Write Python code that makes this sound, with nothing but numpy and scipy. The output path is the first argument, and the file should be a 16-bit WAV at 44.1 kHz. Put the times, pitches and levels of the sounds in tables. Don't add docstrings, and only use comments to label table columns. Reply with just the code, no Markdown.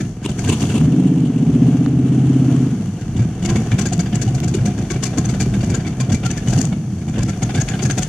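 import sys
import numpy as np
from scipy import signal
from scipy.fft import rfft, irfft, next_fast_len
from scipy.io import wavfile
from scipy.ndimage import uniform_filter1d

SR = 44100
rng = np.random.default_rng(int(sys.argv[2]) if len(sys.argv) > 2 else 0)


def unload_audio(sound):
    columns = np.transpose(np.atleast_2d(sound))
    steps = np.round(np.clip(columns, -1, 1) * 32767)
    wavfile.write(sys.argv[1], SR, steps.astype(np.int16))


N = 356328
TIME = np.arange(N) / SR

# time in seconds, four-stroke cycles per second.
ENGINE_SPEED = [(0, 8.3), (.35, 8.4), (.63, 11.3), (.93, 16.8), (1.17, 17.1), (1.36, 15.17), (1.9, 16.27),
                (2.62, 16.56), (2.92, 11.3), (3.2, 10.9), (3.4, 8.9), (4.6, 9.2), (5, 7.7), (5.5, 9.6),
                (6, 7.9), (6.45, 8.7), (6.66, 13.7), (6.78, 13.4), (7.06, 9.6), (7.25, 9.4), (7.5, 8),
                (8.08, 7.7)]
# time in seconds, load from 0 (coasting) to 1 (pulling).
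ENGINE_LOAD = [(1.6, 0.86), (1.85, 0.44), (2.15, 0.17), (2.55, 0.12), (2.75, 0.34), (3.0, 0.75)]
# strength in dB, lateness as a share of the firing interval.
FIRING_ORDER = [(4.5, 0.021), (0.5, 0.2), (2.5, 0.024), (4, 0.11), (0.5, 0.14), (0, 0.0086), (-1, 0.19),
                (-1, 0.0075)]
# time in seconds, relative level in dB.
EXHAUST_LEVEL = [(0, -28), (.2, -27), (.45, -19), (.65, -19), (.85, -14.5), (1.1, -14.5), (1.3, -18),
                 (1.6, -12), (1.92, -14.5), (2.551, -13), (3.0, -23), (3.22, -16.5), (3.38, -24),
                 (3.5, -20), (4.6, -21), (4.9, -25), (5.55, -16.5), (5.9, -22.5), (6.4, -25), (6.6, -22),
                 (6.8, -21), (7.02, -23), (7.25, -22.5), (8.08, -30)]
# rough multiple of the cycle rate, weight in dB coasting, then pulling.
DRONE_ORDERS = [(8, -3.5, -3), (9, -9.5, -1.5), (10, -8, 1), (11, -10, 1), (12, -24.5, -19.5),
                (13, -4.5, -10.5), (14, -17, -43), (15, -2.5, -1), (16, -4, -3.5), (17, -11.5, -3.5),
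                (18, -6.5, -4), (19, -28, -11), (20, -35.5, -18), (21, -16, -25), (22, -35, -14),
                (23, -18.5, -24.5), (25, -21, -18), (26, -38, -21), (28, -24.5, -22.5), (32, -28.5, -27),
                (38.13, -32, -28.5), (42, -40, -32)]
# time in seconds, level in dB.
CHUG_LEVEL = [(0, -39), (.55, -36), (.85, -53), (1, -58), (2.6, -55), (2.97, -47), (3.05, -38), (3.4, -37),
              (3.6, -36), (4.8, -35), (5.6, -30), (5.9, -36), (6.5, -33), (6.65, -42), (7, -49), (7.4, -34),
              (8.08, -34)]
# frequency in Hz, width in Hz, gain in dB.
PIPE_MODES = [(65.3, 13, -14), (107, 36, -1.5), (129.6, 16.1, 3.5), (153.9, 15, -0.5), (196.3, 27.4, -2),
              (243, 32.4, -6.5), (324.7, 44, -12.5), (409, 52, -25), (473, 9.4, -36)]
WALL_MODES = [(370, 10, -11), (746, 33, 3), (1055, 22, -7.5), (1352, 30, -9.5), (1650, 53, 2),
              (2276, 97, -3.5), (2830, 130, -4.5), (3500, 80, -17.5), (4670, 110, -11.5)]
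INTAKE_MODES = [(2940, 1100, 0.5), (6830, 210, 15)]
# time in seconds, then relative levels in dB of hiss, rasp and thump.
HARD_FIRINGS = [(0.014, -37, -35.5, -16.5), (0.237, -43, -45.5, -27.5), (0.254, -41, -39, -25),
                (0.299, -36.5, -39, -19.5), (0.397, -31.5, -36.5, -26), (.462, -44, -43, -27),
                (0.483, -32, -34, -20), (0.502, -31, -34, -19), (0.609, -35, -36, -24),
                (0.625, -37, -39, -28), (0.642, -47, -52, -16.5), (0.707, -43, -36, -31),
                (0.727, -40, -39.5, -20), (0.755, -46, -43, -11.5), (3.175, -41, -41.5, -19),
                (3.204, -43, -41, -22), (3.228, -43, -41, -23), (3.436, -38, -40, -20.5),
                (3.459, -31, -31.5, -26), (3.5, -29.5, -28.5, -18), (3.568, -31.5, -30.5, -14.5),
                (3.726, -35.5, -29, -15.5), (3.795, -27.5, -29, -19), (3.819, -29.5, -37, -22),
                (3.865, -27, -31, -18), (3.934, -31, -35, -19), (4.004, -28.5, -31, -19.5),
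                (4.068, -45, -36, -22), (4.136, -47, -35.5, -18.5), (4.155, -33, -42, -17),
                (4.226, -27, -34, -17.5), (4.268, -52, -53, -35), (4.285, -39, -38, -29),
                (4.354, -34.5, -43, -20), (4.442, -35, -36.5, -15.5), (4.487, -33, -40, -17),
                (4.55, -29, -34, -17), (4.593, -50, -39, -18.5), (4.664, -30.5, -36, -14.5),
                (4.682, -42, -41, -24), (4.79, -38.5, -39.5, -16.5), (4.82, -47, -42, -17.5),
                (4.913, -27.5, -29, -21), (4.966, -45, -38, -17.5), (5.039, -23, -30, -18),
                (5.066, -28.5, -33.5, -34), (5.142, -47, -38.5, -19.5), (5.186, -26, -30.5, -15.5),
                (5.254, -38, -36.5, -20), (5.301, -29.5, -35, -15.5), (5.348, -43, -40, -21),
                (5.411, -27.5, -31, -13.5), (5.429, -32, -38, -25), (5.549, -39.5, -35.5, -20),
                (5.616, -40, -35.5, -23), (5.641, -36, -35.5, -17), (5.707, -33, -37, -14.5),
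                (5.751, -29.5, -29, -15.5), (5.769, -38, -53, -32), (5.809, -47, -36, -42),
                (5.857, -60, -37, -40), (5.878, -34, -34, -19.5), (6.011, -28.5, -30, -17.5),
                (6.105, -38, -35, -14.5), (6.129, -29.5, -33, -16), (6.152, -29.5, -34, -19.5),
                (6.243, -45, -35, -20), (6.263, -29, -30, -14), (6.312, -32.5, -33, -21),
                (6.343, -57, -41, -41), (6.381, -33, -33.5, -22.5), (6.483, -33, -34.5, -15),
                (6.505, -31.5, -36, -19), (6.536, -28, -30.5, -15), (6.587, -28, -35.5, -14),
                (6.613, -28, -36, -19), (6.651, -38, -42, -18), (6.734, -50, -38.5, -18),
                (7.09, -40, -40, -18), (7.148, -49, -41.5, -23), (7.168, -45, -37, -22),
                (7.19, -36, -35, -14), (7.209, -47, -38.5, -23), (7.231, -33.5, -37, -17),
                (7.294, -32.5, -35, -17.5), (7.431, -31, -30.5, -16.5), (7.503, -43, -31, -22),
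                (7.556, -31, -29.5, -16.5), (7.582, -32, -29.5, -17), (7.612, -29, -32.5, -19.5),
                (7.692, -34.5, -32, -27), (7.72, -41, -35, -20.5), (7.747, -41, -31.5, -18.5),
                (7.801, -53, -32, -20.5), (7.832, -28.5, -32.5, -17.5), (7.861, -30, -31.5, -17),
                (7.909, -30.5, -27.5, -20.5), (7.987, -26, -28, -15.5), (8.031, -29, -34, -17.5)]
# time in seconds, pitch in Hz,
# relative peak in dB, half length in seconds, glide in Hz per second.
PIPE_POPS = [(0.49, 97, -11.5, 0.031, 0), (.495, 253, -19, 0.033, 0), (0.533, 232, -12, 0.01, 0),
             (0.638, 281, -13, 0.0094, 0), (.71, 102, -13, 0.021, 500), (1.609, 172, -16, 0.0063, -2),
             (1.735, 174, -17, 0.0067, 0), (1.859, 169, -5, 0.0036, 0), (1.983, 185, -10, 0.0071, -1),
             (2.043, 175, -8.5, 0.0057, -1), (3.17, 53, -27, 0.045, 0), (3.5, 42, -22, .03, 0),
             (3.73, 44, -23, .035, 0), (6.52, 46, -24, .025, 0), (7.12, 45, -29, .025, 0),
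             (7.21, 45, -21, .025, 0), (3.215, 114, -10, 0.031, 500), (3.261, 177, -15, 0.015, 0),
             (3.45, 188, -11.5, 0.027, 400), (3.5, 342, -21, 0.048, 0), (3.516, 178, -15, 0.019, -900),
             (3.538, 117, -11.5, 0.022, 900), (3.588, 213, -11.5, 0.018, 0), (3.744, 117, -9, 0.025, 1000),
             (3.749, 328, -26, 0.019, 0), (3.798, 194, -13, 0.028, 900), (3.925, 296, -19, 0.0087, 0),
             (3.925, 726, -20.5, 0.0068, 0), (3.996, 171, -11, 0.02, 0), (3.999, 708, -29.5, 0.019, -3),
             (4.137, 207, -15.5, 0.017, 1), (4.14, 710, -31, 0.014, 0), (4.284, 763, -24.5, 0.0076, -3),
             (4.288, 123, -9, 0.02, 1000), (4.35, 734, -30, 0.01, 0), (4.366, 137, -14, 0.036, 300),
             (4.44, 716, -28, 0.013, 0), (4.452, 125, -14, 0.019, 0), (4.476, 196, -13, 0.011, 0),
             (4.512, 131, -13, 0.042, 900), (4.551, 375, -9.5, 0.0052, 0), (4.62, 123, -8.5, 0.022, 1000),
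             (4.671, 207, -15, 0.023, -2), (4.68, 715, -28.5, 0.019, 0), (4.82, 123, -21, 0.018, 0),
             (4.914, 340, -14.5, 0.006, 0), (4.978, 139, -17, 0.018, 0), (5.141, 215, -19, 0.0086, 2),
             (5.182, 286, -11, 0.006, 0), (5.185, 736, -27, 0.012, 0), (5.194, 136, -19, 0.014, 0),
             (5.262, 127, -19, 0.011, 0), (5.358, 124, -15.5, 0.031, 0), (5.418, 105, -13, 0.022, 800),
             (5.471, 390, -21, 0.0086, 0), (5.5, 133, -14, 0.017, 0), (5.558, 201, -14, 0.015, 0),
             (5.605, 125, -15.5, 0.027, 0), (5.661, 143, -11.5, 0.02, 0), (5.733, 170, -25, 0.015, -800),
             (5.876, 300, -25, 0.0084, 0), (6.038, 131, -14.5, 0.025, 0), (6.132, 99, -11, 0.025, -500),
             (6.14, 220, -7.5, 0.011, 0), (6.262, 219, -14, 0.01, 0), (6.259, 750, -27, 0.0097, 0),
             (6.479, 199.5, -13, 0.029, -900), (6.497, 119, -8.5, 0.013, 0), (6.565, 128, -5, 0.014, 800),
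             (6.595, 254, -11, 0.015, 0), (6.597, 720, -23, 0.0055, 0), (6.669, 161, -14.5, 0.02, -400),
             (6.731, 185, -12, 0.019, -1200), (6.795, 150, -14, 0.017, 498), (6.88, 123, -19.5, 0.025, 0),
             (7.192, 118, -10, 0.016, 0), (7.192, 330, -24.5, 0.028, -500), (7.248, 118, -14, 0.017, 0),
             (7.286, 323, -22, 0.014, 0), (7.307, 120, -15.5, 0.016, 0), (7.432, 120, -17, 0.025, 0),
             (7.595, 133, -7.5, 0.011, 0), (7.86, 124, -13, 0.021, 0), (7.904, 276, -17, 0.0075, 2),
             (7.938, 118, -15, 0.015, 0)]
# start in seconds, relative level in dB.
GAS_SNAPS = [(.3, -30), (.482, -25), (.498, -27), (.53, -23), (0.61, -21), (.705, -32), (.753, -29),
             (2.246, -36), (2.563, -27), (3.497, -33), (3.795, -8), (3.934, -15), (3.979, -21.5),
             (4.156, -11), (4.353, -27), (4.485, -27), (4.662, -16), (5.038, -15), (5.256, -19),
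             (5.306, -30), (5.428, -16), (5.616, -37), (5.766, -30), (6.313, -14), (6.485, -18),
             (6.587, -21), (6.628, -18.5), (6.653, -14), (6.731, -34), (7.435, -25), (7.578, -28),
             (7.616, -21), (7.689, -30), (7.717, -35), (7.744, -35), (7.797, -35), (7.915, -19),
             (8.032, -11)]
# time in seconds, pitch in Hz, relative peak in dB.
JET_WHISTLES = [(3.795, 6120, -34), (3.819, 6040, -31), (3.871, 6750, -26), (3.936, 6830, -27),
                (4.009, 6670, -27), (4.159, 7670, -24), (4.663, 6100, -29), (4.911, 6600, -37),
                (5.037, 6760, -28), (5.068, 6100, -33), (5.189, 6950, -25), (5.257, 6160, -28),
                (5.411, 6940, -25), (5.75, 6980, -21.5), (6.014, 6800, -35), (6.131, 5800, -32),
                (6.313, 6000, -29.5), (6.487, 6220, -31), (7.436, 6560, -25), (7.617, 6560, -21),
                (7.701, 6800, -28.5), (7.832, 6400, -26), (7.865, 6550, -29), (7.917, 6440, -24),
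                (7.987, 6610, -32), (8.033, 6370, -29)]
# frequency in Hz, left minus right in dB.
JET_LEAN = [(3000, 6), (4700, 5), (6300, 6), (8000, 7.5), (9500, 5), (12000, -0.5)]
# time in seconds, relative level in dB.
INTAKE_LEVEL = [(.21, -71), (0.261, -29), (.35, -48.5), (.47, -33.5), (.52, -24.5), (.58, -49),
                (.63, -21.5), (.67, -35.5), (.78, -33.5), (.9, -45.5), (1.3, -47.5), (3.0, -52),
                (8.08, -82)]
# time in seconds, relative levels in dB of clatter and hiss.
BAY_LEVELS = [(0, -45.5, -35.5), (.2, -47.5, -45), (.45, -37.5, -30.5), (.65, -38, -29), (.9, -39.5, -38),
              (1.25, -42.5, -41), (1.75, -38, -37.5), (1.95, -41.5, -41.5), (2.55, -36.5, -36),
              (2.95, -44.5, -39.5), (3.38, -41.5, -40), (3.55, -35, -32.5), (3.9, -40.5, -37.5),
              (4.6, -41, -37), (5.65, -39, -34.5), (5.9, -41, -39), (6.4, -41.5, -37.5), (6.57, -36, -29.5),
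              (6.78, -44.5, -40), (7.05, -46, -39.5), (7.55, -40, -34), (8.08, -41, -32.5)]
# frequency in Hz, relative density in dB.
GROWL_COLOUR = [(380, 14), (600, 9), (900, -5), (1500, -19.5), (2800, -2.5), (3600, -13)]
RASP_COLOUR = [(300, 7), (560, -11), (730, 21.5), (900, -24), (1150, -1), (1400, 11), (1530, 15.5),
               (1650, -17), (1880, 12), (2280, 8.5), (2500, 16), (2850, 4), (3600, 12), (4600, -35)]
JET_COLOUR = [(2800, -34), (4000, -2.5), (4650, 2.5), (5300, -5.5), (6600, 0.5), (7800, 2.5), (9000, -1.5),
              (10400, 0), (12200, -14), (16000, -20)]
SNAP_COLOUR = [(900, -9), (1600, -2), (2800, 11), (3900, -5), (4700, -4), (6700, 5), (8200, 16),
               (10500, -8), (15000, -24)]
INTAKE_COLOUR = [(250, 29), (450, 19.5), (650, -9), (1000, 10.5), (1600, -14), (2700, 3.5), (4000, -6),
                 (6500, -20.5), (8500, 2.5), (11000, -9.5), (16000, -24)]
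CLATTER_COLOUR = [(200, 16.5), (450, 13.5), (570, 3), (720, 11.5), (900, -1.5), (1200, -1.5), (1650, -2),
                  (1950, -6), (2400, -4.5), (3150, -5.5), (3900, -15.5), (4800, -21)]
BAY_HISS_COLOUR = [(3000, -5), (4000, -7), (4450, 0), (5100, -6.5), (6400, -2), (8200, -2.5), (9300, -2),
                   (10700, -4), (12200, -13), (16000, -18)]
# start in seconds, peak in dB, low-pass corner in Hz.
SHARP_TICKS = [(.53, -14, 1200), (.638, -12, 1400), (0.813, -14, 1100), (1.862, -11.5, 1400),
               (4.403, -12, 9500)]
# time in seconds, pitch in Hz, relative level in dB.
BRAKE_SQUEAL = [(3.97, 13200, -100), (4.02, 13350, -65), (4.08, 12900, -60), (4.16, 12400, -63),
                (4.21, 13500, -66), (4.26, 12840, -65), (4.3, 12600, -100)]
# frequency in Hz, left-right correlation.
STEREO_LIKENESS = [(300, 1), (700, 0.95), (1300, 0.9), (2400, 0.59), (4400, 0.071), (12000, -0.038)]
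# frequency in Hz, width in Hz, gain in dB.
LEFT_PORT_MODES = [(3440, 220, 2.5), (4320, 220, 1), (6180, 1520, 13.5), (9300, 6500, -11.5)]


def firings(cycles, spread_db, jitter):
    count = len(FIRING_ORDER)
    number = np.arange(np.ceil(cycles[0] * count), np.floor(cycles[-1] * count) - 1).astype(int)
    db, late = np.array(FIRING_ORDER)[number % count].T
    timing, burn = rng.standard_normal((2048, 2))[number].T
    at = np.searchsorted(cycles, (number + late + jitter * timing) / count)
    clicks = np.zeros(N)
    clicks[np.minimum(at, N - 1)] = from_db(db + spread_db * burn)
    return clicks


def lope(clicks, levelling_s):
    rings = sum((-1) ** k * from_db(db) * resonate(clicks, hz, width)
                for k, (hz, width, db) in enumerate(PIPE_MODES))
    sound = cut(cut(rings, 1900, "low"), 52.4, "high", order=4)
    power = uniform_filter1d(sound ** 2, int(levelling_s * SR))
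    return sound / np.sqrt(uniform_filter1d(power, int(levelling_s * SR / 2)) + 1e-12)


def evenness(speed, settle_s, overrun_s):
    loping, smooth = 11.1, 14.3
    settled = np.maximum(np.interp(TIME - settle_s, TIME, speed),
                         np.interp(TIME - overrun_s, TIME, speed))
    return np.clip((settled - loping) / (smooth - loping), 0, 1)


def drone(cycles, load, waver_db, flutter, wander, firing_lag):
    turn = cycles + flutter * drift(6)
    out, lag = np.zeros(N), 0
    for multiple, coasting_db, pulling_db in DRONE_ORDERS:
        multiple = np.round(multiple)
        lag += np.interp(multiple, [9, 16], [.73, 1.0])
        db = coasting_db + load * (pulling_db - coasting_db) + waver_db * drift(7.9)
        blur = wander * (multiple < 15) + .0002 * multiple ** 2
        slip = -firing_lag if multiple == len(FIRING_ORDER) else blur * drift(7)
        out += from_db(db) * np.cos(2 * np.pi * (multiple * turn - lag + slip))
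    return rms_one(out)


def throb(cycles, level_db, waver_db, octave_db):
    phase = 2 * np.pi * 5 * cycles
    tone = np.cos(phase) + from_db(octave_db) * np.cos(2 * phase)
    return from_db(level_db + waver_db * drift(9)) * tone


def chug(clicks, hz, width_hz, levelling_s):
    slugs = resonate(clicks, hz, width_hz)
    deep = cut(cut(slugs, 85, "low", order=3), 40, "high", order=6)
    power = uniform_filter1d(deep ** 2, int(levelling_s * SR))
    return from_db(in_time(CHUG_LEVEL)[0]) * deep / np.sqrt(power + 1e-12)


def growl(note, level_db):
    return from_db(level_db) * np.maximum(note, 0) * turbulence(GROWL_COLOUR)


def swell(level_db, attack_s, release_s):
    gain = np.zeros(N)
    for s, _, _, thump_db in HARD_FIRINGS:
        near, age = around(s, .06, .25)
        shape = np.exp(-np.where(age < 0, (age / attack_s) ** 2, age / release_s))
        gain[near] = np.maximum(gain[near], from_db(thump_db + level_db) * shape)
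    return gain


def spits(even, per_s, hiss_db, rasp_db, thump_db, scatter_db):
    tries = 256
    moment, chance = rng.random((tries, 2)).T
    scatter = scatter_db * rng.standard_normal((tries, 3))
    at = (moment * N).astype(int)
    db = in_time(BAY_LEVELS)[0][at, None] + [hiss_db, rasp_db, thump_db] + scatter
    happens = chance < (1 - even[at]) * per_s * TIME[-1] / tries
    return np.column_stack([TIME[at], db])[happens]


def barks(puffs, hiss_db, rasp_db, ring_db, tail_db, tail_s, rasp_lead_s, rough_db):
    hiss_power, rasp_power = np.zeros((2, N))
    rings = np.zeros((2, N))
    for s, jet_db, puff_db, _ in puffs:
        near, age = around(s, .04, .1)
        puff = puff_shape(age + rasp_lead_s, attack_s=0.0044, release_s=0.012)
        jet = puff_shape(age, attack_s=0.011, release_s=0.0091, squareness=3)
        tail = from_db(2 * tail_db) * (age > 0) * np.exp(-abs(age) / tail_s)
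        hiss_power[near] += (jet ** 2 + tail / 2) * from_db(jet_db) ** 2
        rasp_power[near] += (puff ** 2 + tail) * from_db(puff_db) ** 2
        ring = hollow_ring(puff, WALL_MODES, scatter_db=7.0, detune=0.027)
        rings[:, near] += from_db(puff_db + ring_db) * ring
    hiss = from_db(hiss_db) * np.sqrt(hiss_power) * turbulence(JET_COLOUR, JET_LEAN)
    rasp = from_db(rasp_db) * np.sqrt(rasp_power) * turbulence(RASP_COLOUR)
    return (hiss + rasp) * from_db(rough_db * drift(200)) + cut(rings, 3600, "low")


def thumps(puffs, level_db, lead_s, push_s):
    out = np.zeros((2, N))
    for s, _, _, db in puffs:
        near, age = around(s, .04, .1)
        push = np.exp(-((age + lead_s) / push_s) ** 2)
        ring = hollow_ring(push, PIPE_MODES, scatter_db=2.0, detune=0.12)
        out[:, near] += from_db(db + level_db) * ring
    return cut(cut(out.mean(axis=0), 710, "low"), 46, "high", order=3)


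def hollow_ring(puff, modes, scatter_db, detune):
    mid, side = rng.standard_normal((2, len(puff)))
    blow = puff * (mid + .5 * side * np.array([[1], [-1]]))
    out = 0
    for hz, width, db in modes:
        loud, sharp = rng.standard_normal(2)
        out += from_db(db + scatter_db * loud) * resonate(blow, hz * (1 + detune * sharp), width)
    power = uniform_filter1d(np.mean(out ** 2, axis=0), SR // 150)
    return out / np.sqrt(power.max() + 1e-20)


def pops(level_db):
    out = np.zeros(N)
    for (s, hz, db, half_s, glide), phase in zip(PIPE_POPS, rng.random(len(PIPE_POPS))):
        near, age = around(s, .08, .1)
        tone = np.sin(2 * np.pi * (phase + hz * age + glide * age ** 2 / 2))
        out[near] += from_db(db + level_db) * puff_shape(age, half_s, half_s) * tone
    return out


def snaps(level_db, decay_s):
    s, db = np.transpose(GAS_SNAPS)
    clicks = np.zeros(N)
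    clicks[(s * SR).astype(int)] = from_db(db + level_db)
    envelope = signal.lfilter([1], [1, -np.exp(-1 / (decay_s * SR))], clicks + 1e-18)
    return envelope * turbulence(SNAP_COLOUR, JET_LEAN)


def whistles(level_db, right_db, attack_s, release_s):
    out = np.zeros(N)
    waver_hz = 170 * drift(500)
    for s, hz, db in JET_WHISTLES:
        near, age = around(s, .04, .05)
        tone = np.sin(2 * np.pi * np.cumsum(hz + waver_hz[near]) / SR)
        out[near] += from_db(db + level_db) * puff_shape(age, attack_s, release_s) * tone
    return np.array([out, from_db(right_db) * out])


def intake(rough_db):
    level_db = in_time(INTAKE_LEVEL)[0] + rough_db * np.tanh(drift(36))
    air = from_db(level_db) * turbulence(INTAKE_COLOUR)
    return air + sum(from_db(db) * resonate(air, hz, width) for hz, width, db in INTAKE_MODES)


def engine_bay(clicks, clatter_db, hiss_db, pulsing, smoothing_hz):
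    clatter_curve, hiss_curve = in_time(BAY_LEVELS)
    pulses = abs(cut(clicks, smoothing_hz, "low"))
    gain = rms_one(1 + pulsing * pulses / (uniform_filter1d(pulses, SR // 5) + 1e-9))
    clatter = from_db(clatter_curve + clatter_db) * turbulence(CLATTER_COLOUR)
    hiss = from_db(hiss_curve + hiss_db) * turbulence(BAY_HISS_COLOUR)
    return gain * (clatter + hiss)


def ticks(decay_s):
    out, length = np.zeros((2, N)), SR // 20
    for s, db, hz in SHARP_TICKS:
        crack = cut(rng.standard_normal((2, length)) * np.exp(-TIME[:length] / decay_s), hz, "low")
        start = int(s * SR)
        out[:, start:start + length] += from_db(db) * crack / abs(crack).max()
    return out


def brake_squeal(level_db, rough_db, waver_hz):
    hz, db = in_time(BRAKE_SQUEAL)
    gain = from_db(db + level_db + rough_db * np.tanh(drift(40))) * (db > db.min())
    return gain * np.sin(2 * np.pi * np.cumsum(hz + waver_hz * drift(300)) / SR)


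def yard_echoes(car, t60_s, places):
    age, out = TIME[:SR // 3], 0
    thin = cut(cut(car, 980, "high"), 4900, "low")
    for place in range(places):
        scatter = rng.standard_normal((2, len(age))) * from_db(-60 * age / t60_s) * (age > .012)
        scatter /= np.sqrt(np.sum(scatter ** 2, axis=1, keepdims=True))
        nearness = np.maximum(1 - abs(TIME / TIME[-1] * (places - 1) - place), 0)
        out += signal.oaconvolve(thin * np.sqrt(nearness), scatter, axes=1)[:, :N]
    return out


def turbulence(colour, lean=None):
    size = next_fast_len(N)
    hz = np.arange(size // 2 + 1) * SR / size
    mid, side = rfft(rng.standard_normal((2, size)))
    alike = np.clip(at_hz(STEREO_LIKENESS, hz), -1, 1)
    roll_off = 1 / (1 + (hz / colour[-1][0]) ** 4) / (1 + (colour[0][0] / (hz + 1)) ** 4)
    pair = np.sqrt(1 + alike) * mid + np.sqrt(1 - alike) * side * [[1], [-1]]
    if lean:
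        pair = pair * from_db(at_hz(lean, hz) * [[.5], [-.5]])
    return rms_one(irfft(pair * roll_off * from_db(at_hz(colour, hz)), size)[:, :N])


def puff_shape(age, attack_s, release_s, squareness=2):
    return np.exp(-abs(age / np.where(age < 0, attack_s, release_s)) ** squareness)


def drift(hz):
    step, warm_up = 40, 2000
    pole = np.exp(-2 * np.pi * hz * step / SR)
    noise = rng.standard_normal(N // step + warm_up + 2)
    slow = signal.lfilter([1], [1, -2 * pole, pole * pole], noise)[warm_up:]
    return np.interp(np.arange(N) / step, np.arange(len(slow)), rms_one(slow))


def resonate(x, hz, width_hz):
    r = np.exp(-np.pi * width_hz / SR)
    feedback = [1, -2 * r * np.cos(2 * np.pi * hz / SR), r * r]
    return signal.lfilter(np.array([1, 0, -1]) * (1 - r * r) / 2, feedback, x + 1e-18)


def cut(x, hz, kind, order=2):
    return signal.sosfilt(signal.butter(order, hz, kind, fs=SR, output="sos"), x + 1e-18)


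def around(s, before_s, after_s):
    near = slice(max(int((s - before_s) * SR), 0), int((s + after_s) * SR))
    return near, TIME[near] - s


def in_time(rows):
    s, *columns = np.transpose(rows)
    return [np.interp(TIME, s, column) for column in columns]


def at_hz(points, hz):
    knots_hz, values = np.transpose(points)
    return np.interp(np.log(hz + 1), np.log(knots_hz), values)


def from_db(db):
    return 10 ** (np.asarray(db) / 20)


def rms_one(x):
    return x / np.sqrt(np.mean(x ** 2) + 1e-20)


def scene():
    speed, exhaust_db, load = (in_time(rows)[0] for rows in (ENGINE_SPEED, EXHAUST_LEVEL, ENGINE_LOAD))
    cycles = np.cumsum(speed) / SR
    cycles -= cycles[2 * SR]
    even = evenness(speed, settle_s=0.056, overrun_s=0.084)
    clicks = firings(cycles, spread_db=6.0, jitter=0.084)

    strength = np.hypot(from_db(exhaust_db), swell(level_db=0.5, attack_s=0.025, release_s=0.07))
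    burble = from_db(-0.5 - 11 * load)
    lope_gain = from_db(-1.5) * strength * np.sqrt(1 - even + even * burble ** 2)
    rough = lope_gain * lope(clicks, levelling_s=0.043)
    note = drone(cycles, load, waver_db=2.0, flutter=0.0026, wander=0.061, firing_lag=0.29)
    smooth = from_db(exhaust_db + 0.9) * np.sqrt(even) * note
    throb_db = exhaust_db - 16 - 18 * even * (1 - load)
    rumble = rough + smooth + even * throb(cycles, throb_db, waver_db=5.0, octave_db=8.0)
    rumble += chug(clicks, hz=46.7, width_hz=9.3, levelling_s=0.32)

    car = rumble + growl(smooth * load, level_db=-24.5)
    car += engine_bay(clicks, clatter_db=5.0, hiss_db=-11.5, pulsing=0.15, smoothing_hz=75)
    car += intake(rough_db=13.0)
    weak_firings = spits(even, per_s=7.4, hiss_db=-10, rasp_db=-2.5, thump_db=16, scatter_db=2.5)
    puffs = np.vstack([HARD_FIRINGS, weak_firings])
    car += thumps(puffs, level_db=-5.0, lead_s=0.0049, push_s=0.015)
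    car += pops(level_db=-1.16)
    car += snaps(level_db=-8.0, decay_s=0.0016)
    car += whistles(level_db=-3.5, right_db=-12, attack_s=0.0057, release_s=0.0056)
    car += barks(puffs, hiss_db=-4.5, rasp_db=-2.0, ring_db=1.5,
                 tail_db=-5, tail_s=0.011, rasp_lead_s=0.0075, rough_db=3.5)
    echoes = from_db(-9.5) * yard_echoes(car, t60_s=0.23, places=6)
    return car + echoes + ticks(decay_s=0.00028) + brake_squeal(level_db=-3, rough_db=5.0, waver_hz=190)


def record(dry):
    notch_spacing_hz, top_hz = 2500, 15900
    left, right = dry
    for hz, width, db in LEFT_PORT_MODES:
        left = left + (from_db(db) - 1) * resonate(left, hz, width)
    right = right - 0.29 * cut(right, 30, "low", order=1)
    out = np.array([left, right])
    for hz in notch_spacing_hz * np.arange(1, 5):
        out = signal.lfilter(*signal.iirnotch(hz, hz / 90, fs=SR), out)
    return signal.sosfilt(signal.ellip(10, .2, 70, top_hz, fs=SR, output="sos"), out)


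dry = scene()
out = record(dry)
unload_audio(out)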